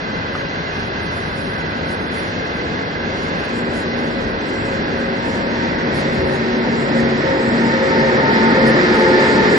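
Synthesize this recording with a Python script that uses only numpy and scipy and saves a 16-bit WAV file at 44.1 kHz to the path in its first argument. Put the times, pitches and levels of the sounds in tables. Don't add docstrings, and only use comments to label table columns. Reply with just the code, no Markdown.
import sys
import numpy as np
from scipy import signal
from scipy.fft import rfft, irfft, dct, next_fast_len
from scipy.io import wavfile
from scipy.ndimage import uniform_filter1d

SR = 44100
rng = np.random.default_rng(int(sys.argv[2]) if len(sys.argv) > 2 else 0)


def inscribe(sig):
    pcm = np.round(np.clip(np.atleast_2d(sig).T, -1, 1) * 32767)
    wavfile.write(sys.argv[1], SR, pcm.astype(np.int16))


N = 422456
T = np.arange(N) / SR
SIZE = next_fast_len(N + 2)
HZ = np.maximum(np.arange(SIZE // 2 + 1) * SR / SIZE, 1)


def undb(db):
    return 10 ** (np.asarray(db) / 20)


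def curves(table):
    s, *columns = np.transpose(table)
    return [np.interp(T, s, column) for column in columns]


def over_hz(table):
    hz, value = np.transpose(table)
    return np.interp(np.log(HZ), np.log(np.maximum(hz, 1)), value)


def wave(spectra):
    return irfft(spectra, SIZE)[..., :N]


def unit(x):
    return x / np.sqrt(np.mean(x.mean(axis=0) ** 2))


def walk(rate):
    hold = int(SR / rate)
    held = np.repeat(rng.standard_normal(N // hold + 1), hold)
    return 1.343 * uniform_filter1d(uniform_filter1d(held, hold), hold)[:N]


def plateaus(start, length, height, edge):
    t = T[::128, None]
    rises = np.tanh((t - start) / edge)
    falls = np.tanh((t - start - length) / edge)
    return np.interp(T, t[:, 0], ((rises - falls) / 2 * height).sum(axis=1))


def slide(x, ratio):
    at = np.cumsum(ratio) % (N - 1)
    return np.array([np.interp(at, np.arange(N), channel) for channel in x])


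def roar(colour, rings, alike, lag_ms):
    # [f/Hz, left minus right/dB]
    port_tilt = [(30, 1.5), (200, 2.5), (340, 1), (600, 1.6), (1050, -0.5), (1870, -2), (2600, -6.5),
                 (3500, 1), (5900, -3.5), (8000, -4)]
    db = over_hz(colour)
    for hz, width, ring_db in rings:
        db = db + ring_db / (1 + (2 * (HZ - hz) / width) ** 4)
    mid, side = rfft(rng.standard_normal((2, SIZE)))
    likeness = np.clip(over_hz(alike), 0, 1)
    pair = np.sqrt(1 + likeness) * mid + np.sqrt(1 - likeness) * side * np.array([[1], [-1]])
    pair[0] *= np.exp(-2j * np.pi * HZ * lag_ms / 1000)
    return pair * undb(db + over_hz(port_tilt) * np.array([[.5], [-.5]]))


def bands(spectra):
    crossovers = [105, 700, 2400]
    above = [np.ones_like(HZ)]
    above += [1 / (1 + (hz / HZ) ** 10) for hz in crossovers]
    above += [0 * HZ]
    return [unit(wave(spectra * np.sqrt(np.abs(a - b)))) for a, b in zip(above, above[1:])]


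def coaches():
    # [f/Hz, level/dB per Hz]
    coach_colour = [(21, -44.5), (35, -12), (96, -5), (134, -8.5), (157, -2.5), (291, -5.5), (339, -6),
                    (379, -7), (819, -11), (1620, -7.5), (2210, -21), (4190, -24.5), (6800, -34),
                    (8840, -64.5), (15000, -120)]
    # [f/Hz, width/Hz, level over the roar/dB]
    wheel_rings = [(162.2, 10, 4.5), (1541, 53, 5.5), (1664, 85, 4.5), (2043, 160, 8.5), (2517, 48, 7.5),
                   (2747, 66, 5), (3234, 37, 6.5), (3505, 54, 7.5), (4076, 190, 6.5), (4480, 300, 4),
                   (4740, 210, 5.5), (5080, 100, -4), (5460, 530, 5), (6376, 300, 4.5)]
    # [f/Hz, likeness/0-1]
    coach_alike = [(30, 0.7), (70, 0.99), (250, 1), (500, 1), (800, 0.08), (1250, 0.74), (1600, 0.37),
                   (1900, 0.8), (2500, 0), (5000, 0.3)]
    range_levels = [-42.5, -32, -35, -39]
    shade_levels = [-2.5, 2.5, -9, 0.5]
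    ranges = bands(roar(coach_colour, wheel_rings, coach_alike, lag_ms=0.394))
    wheelsets = 1 + .012 * walk(5)
    shade = plateaus(7.06, T[-1], 1, edge=1)
    return [undb(db + shade_db * shade) * slide(x, wheelsets)
            for x, db, shade_db in zip(ranges, range_levels, shade_levels)]


def locomotive(loss_db, hz):
    # [f/Hz, level/dB per Hz]
    loco_colour = [(21, -50), (35, -22.5), (86, -26.5), (212, 0.5), (318, -1), (522, -2.5), (683, -11.5),
                   (895, -5.5), (1100, -9.5), (1800, -8.5), (2760, -33), (4840, -31.5), (7600, -52.5),
                   (9880, -88), (16700, -120)]
    # [f/Hz, width/Hz, level over the roar/dB]
    duct_rings = [(74.3, 14, 11.5), (277, 51, 0.5), (413.4, 9.1, 2.5), (1273, 54, 6.5), (1435, 39, 8),
                  (1762, 47, 5.5), (1876, 80, 4.5), (2108, 53, 5), (5100, 930, 3)]
    # [f/Hz, likeness/0-1]
    loco_alike = [(30, 1), (70, 0.97), (250, 0.92), (600, 0.76), (1000, .7), (1400, 0.64), (1800, 0.083),
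                  (5000, 0.05)]
    range_levels = [-37.5, -19.5, -28, -27]
    loss_shares = [.25, .63, 1.05, 1.2]
    ranges = bands(roar(loco_colour, duct_rings, loco_alike, lag_ms=.27))
    doppler = hz / np.interp(8.9, T, hz)
    return [undb(db + share * loss_db) * slide(x, doppler)
            for x, db, share in zip(ranges, range_levels, loss_shares)]


def trains(loss_db, hz):
    # [t/s, length/s, rumble rise/dB]
    bogie_passes = [
        (0.102, .2, 1),
        (1.0, .7, 2),
        (1.9, 0.1, 4.5),
        (3.05, 0.28, 2.5),
        (4.1, 0.34, 4.5),
        (4.58, .2, 5.5),
        (5.18, 0.34, 4),
        (6.163, .14, 7),
        (9.246, 0.11, 2),
    ]
    ground_db = plateaus(*np.transpose(bogie_passes), edge=.05)
    out = 0
    for k, (far, near) in enumerate(zip(coaches(), locomotive(loss_db, hz))):
        out = out + undb((k == 0) * ground_db + .6 * walk(14)) * (far + near)
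    return out


def air(loss_db):
    # [t/s, length/s, upper hiss rise/dB,
    # top hiss rise/dB]
    hiss_rows = [(.1, 0.11, 0, 11.5), (0.304, 0.11, 3, 11.5), (0.64, 1, -2, 10.5), (1.138, 0.082, 5, 4),
                 (1.36, 0.055, 5.5, 5.5), (1.686, 0.91, -1, 10), (1.9, 0.055, 8, 7.5),
                 (2.122, 0.09, 4.5, 8), (3.148, 1.17, 0.5, 10.5), (3.534, 0.078, 4.5, 3.5),
                 (3.763, 0.076, 2, 5.5), (4.456, 0.32, 5, 11), (4.952, .13, 1, 10),
                 (5.243, 0.14, 3.5, 11.5), (5.943, .08, 3, 17.5), (6.117, .26, 1.5, 12.5),
                 (6.744, 0.11, 4.5, 11), (6.948, 0.071, 6, 14), (7.057, 0.62, 3, -1), (7.65, 0.5, 2.5, 0),
                 (8.302, .25, 2.5, 11), (8.65, 0.063, 6, 19.5), (8.927, 0.2, 4.5, 14.5),
                 (9.191, 0.19, 4.5, 11.5), (9.499, .2, 5, 12.5)]
    start, length, upper_rise, top_rise = np.transpose(hiss_rows)
    upper_db = plateaus(start, length, upper_rise, edge=0.011)
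    top_db = plateaus(start, length, top_rise, edge=0.011)
    noise = rfft(rng.standard_normal((3, SIZE)))
    upper = unit(wave(noise[:2] / (1 + ((HZ - 7300) / 900) ** 2)))
    top_colour = 1 / (1 + ((HZ - 10300) / 500) ** 2) + .55 / (1 + ((HZ - 9200) / 800) ** 2)
    top = unit(wave(noise[2:] * top_colour))
    upper *= undb(np.array([[-53.], [-54.5]]) + 0.33 * loss_db + 1.2 * upper_db + 1.4 * walk(11))
    top_db = top_db + .1 * loss_db + 1.6 * walk(25)
    return upper + top * undb(np.array([[-63.], [-95.]]) + top_db)


def knock():
    # [t/s, peak level/dB, f/Hz]
    stone = [
        (.352, -17, 1250),
    ]
    s, db, hz = stone[0]
    age = np.maximum(T - s, 0)
    ring = undb(db + 2.7) * np.exp(-age / .0026) * np.sin(2 * np.pi * hz * age)
    return np.array([ring, ring])


def tone(hz, waver):
    front = np.sin(2 * np.pi * np.cumsum(hz * (1 + waver * walk(14))) / SR)
    rear_hz = hz + .5 * (hz[0] - hz)
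    rear = np.sin(2 * np.pi * np.cumsum(rear_hz * (1 + 1.51 * waver * walk(20))) / SR)
    return np.sqrt(2) * (front + undb(-10.5) * rear)


def swelling(rows):
    start, length, db = np.transpose(rows)
    flutter_db = 1.9 * walk(14)
    return plateaus(start, length, undb(db), edge=.03) * undb(flutter_db)


def lag_left(x, lag_ms):
    return np.array([np.interp(T - lag_ms / 1000, T, x[0]), x[1]])


def blowers(loss_db, hz, lag_ms):
    # [t/s, length/s, level/dB], four tables
    low = [
        (3.45, .85, -30),
        (4.6, .32, -28),
        (4.95, .33, -32),
        (5.4, .35, -30),
        (5.8, .4, -35),
        (6.35, .85, -25),
        (7.42, .42, -21),
        (7.95, .28, -26),
        (8.3, .7, -21),
        (9.12, .5, -31),
    ]
    second = [
        (3.0, .3, -38),
        (3.55, .4, -37),
        (6.1, .55, -28),
        (6.7, .55, -31),
        (7.33, .3, -29),
        (7.72, .5, -29),
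        (8.25, .45, -29),
        (8.75, .5, -23),
        (9.3, .3, -27),
    ]
    third = [
        (4.0, .3, -35),
        (4.6, 1.1, -37),
        (5.8, .4, -34),
        (6.83, .35, -28),
        (7.23, .28, -23),
        (7.72, .5, -25),
        (8.52, .23, -23),
        (8.92, .33, -22),
        (9.32, .3, -31),
    ]
    highest = [
        (5.2, .6, -38),
        (6.2, .8, -40),
        (7.25, .25, -35),
        (7.6, .25, -33),
        (7.9, .25, -31),
        (8.22, .42, -28),
        (8.95, .35, -31),
        (9.33, .3, -33),
    ]
    ratios = [.2545, .409, .590, 1]
    wavers = [0.0037, 0.00759, 0.00344, 0.00393]
    trims = [-1.5, -1.5, -1, 2.5]
    between_levels = [-41, -35.5, -35.5, -44.5]
    # [t/s, length/s, hum level/dB]
    compressor_runs = [
        (5.9, 0.56, -32),
        (6.65, 1.13, -32.5),
        (8.0, .33, -28.5),
        (8.42, 0.36, -31),
        (9.05, 0.42, -35.5),
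    ]
    gains = []
    for rows, trim_db, db in zip([low, second, third, highest], trims, between_levels):
        swell = undb(trim_db) * swelling(rows)
        between = undb(db + 0.53 * loss_db + 4.9 * walk(6))
        gains.append(np.hypot(swell, between))
    out = sum(gain * tone(ratio * hz, waver) for gain, ratio, waver in zip(gains, ratios, wavers))
    out += gains[3] * undb(-7.5 + 5.9 * walk(3.1)) * tone(2 * hz, .004)
    out += swelling(compressor_runs) * tone(.1515 * hz, 0.0022)
    return lag_left(out * undb([[.7], [-.7]]), lag_ms)


def side_fan():
    # [t/s, f/Hz, level/dB]
    grille = [
        (8.75, 450, -47),
        (8.95, 445.4, -24.5),
        (9.2, 435.4, -21),
        (9.4, 423.4, -28.5),
        (9.58, 415.4, -21.5),
    ]
    hz, db = curves(grille)
    return undb(db + 1.3 * walk(13)) * np.sin(2 * np.pi * np.cumsum(hz * (1 + 0.01197 * walk(22))) / SR)


def scene():
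    # [t/s, level lost to distance/dB, top blower tone f/Hz, left port lag/ms]
    approach = [(0, -25.5, 926, 0.26), (3, -18.5, 928.7, 0.15), (4, -15, 924.6, 0.42),
                (5, -13.5, 918.3, 0.3), (6, -9, 920.5, 0.43), (6.6, -9.5, 917, 0.34),
                (7, -7.5, 913.6, 0.38), (7.5, -5.5, 911.2, 0.29), (8, -3.5, 904.8, 0.29),
                (8.5, -1, 896, 0.26), (9, -0.5, 887.7, 0.1), (9.58, -0.5, 887, 0.067)]
    loss_db, hz, lag_ms = curves(approach)
    return trains(loss_db, hz) + air(loss_db) + knock() + blowers(loss_db, hz, lag_ms) + side_fan()


def coarse(x, grid, finer_db, follow=.48):
    # [f/Hz, step/dB]
    step_table = [(2500, -41), (3800, -33.5), (5000, -30), (5700, -28.5), (8000, -29.5), (11000, -29.5)]
    frame = 1024
    kaiser = np.cumsum(np.kaiser(frame + 1, 4 * np.pi))
    rise = np.sqrt(kaiser[:-1] / kaiser[-1])
    half, lead = frame // 2, 2 * frame - grid
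    pad = np.pad(x, ((0, 0), (lead, 3 * frame)), mode="reflect")
    seams = pad[:, :pad.shape[1] // frame * frame].reshape(2, -1, frame)
    a, b = seams[..., half - 1::-1], seams[..., half:]
    up, down = rise[half:], rise[half - 1::-1]
    head, tail = up * b - down * a, up * a + down * b
    c = dct(np.concatenate([tail[:, 1:], head[:, :-1, ::-1]], axis=2), type=4, norm="ortho")
    hz, step_db = np.transpose(step_table)
    frame_db = 10 * np.log10(np.mean(c ** 2, axis=(0, 2)) + 1e-9)
    loud_db = uniform_filter1d(frame_db, size=9) + 22
    line_db = np.interp(np.arange(frame) * SR / 2 / frame, hz, step_db)
    step = undb(line_db - finer_db + follow * loud_db[:, None])
    step = step * undb(1.8 * np.repeat(rng.standard_normal((len(step), frame // 16)), 16, axis=1))
    rounded = step * np.sign(c) * np.floor(np.abs(c) / step + .4)
    c = dct(rounded, type=4, norm="ortho")
    tail[:, 1:], head[:, :-1] = c[..., :half], c[..., :half - 1:-1]
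    out = np.concatenate([(up * tail - down * head)[..., ::-1], up * head + down * tail], axis=2)
    return out.reshape(2, -1)[:, lead:lead + N]


def roll_off(x):
    return signal.sosfilt(signal.butter(12, 11050, fs=SR, output="sos"), x)


def record(dry):
    grid = 876
    left, right = rfft(np.tanh(dry * 1.117) / 0.86, SIZE)
    fold = np.exp(-((HZ - 5600) / 1500) ** 8) * (HZ > 4580)
    mid = (left + right) / 2
    side = (left - right) / 2 * undb(-14 * fold)
    stored = coarse(wave(np.array([mid + side, mid - side])), grid - 300, finer_db=0)
    stored = coarse(stored, grid, finer_db=25)
    return roll_off(stored)


dry = scene()
out = record(dry)
inscribe(out)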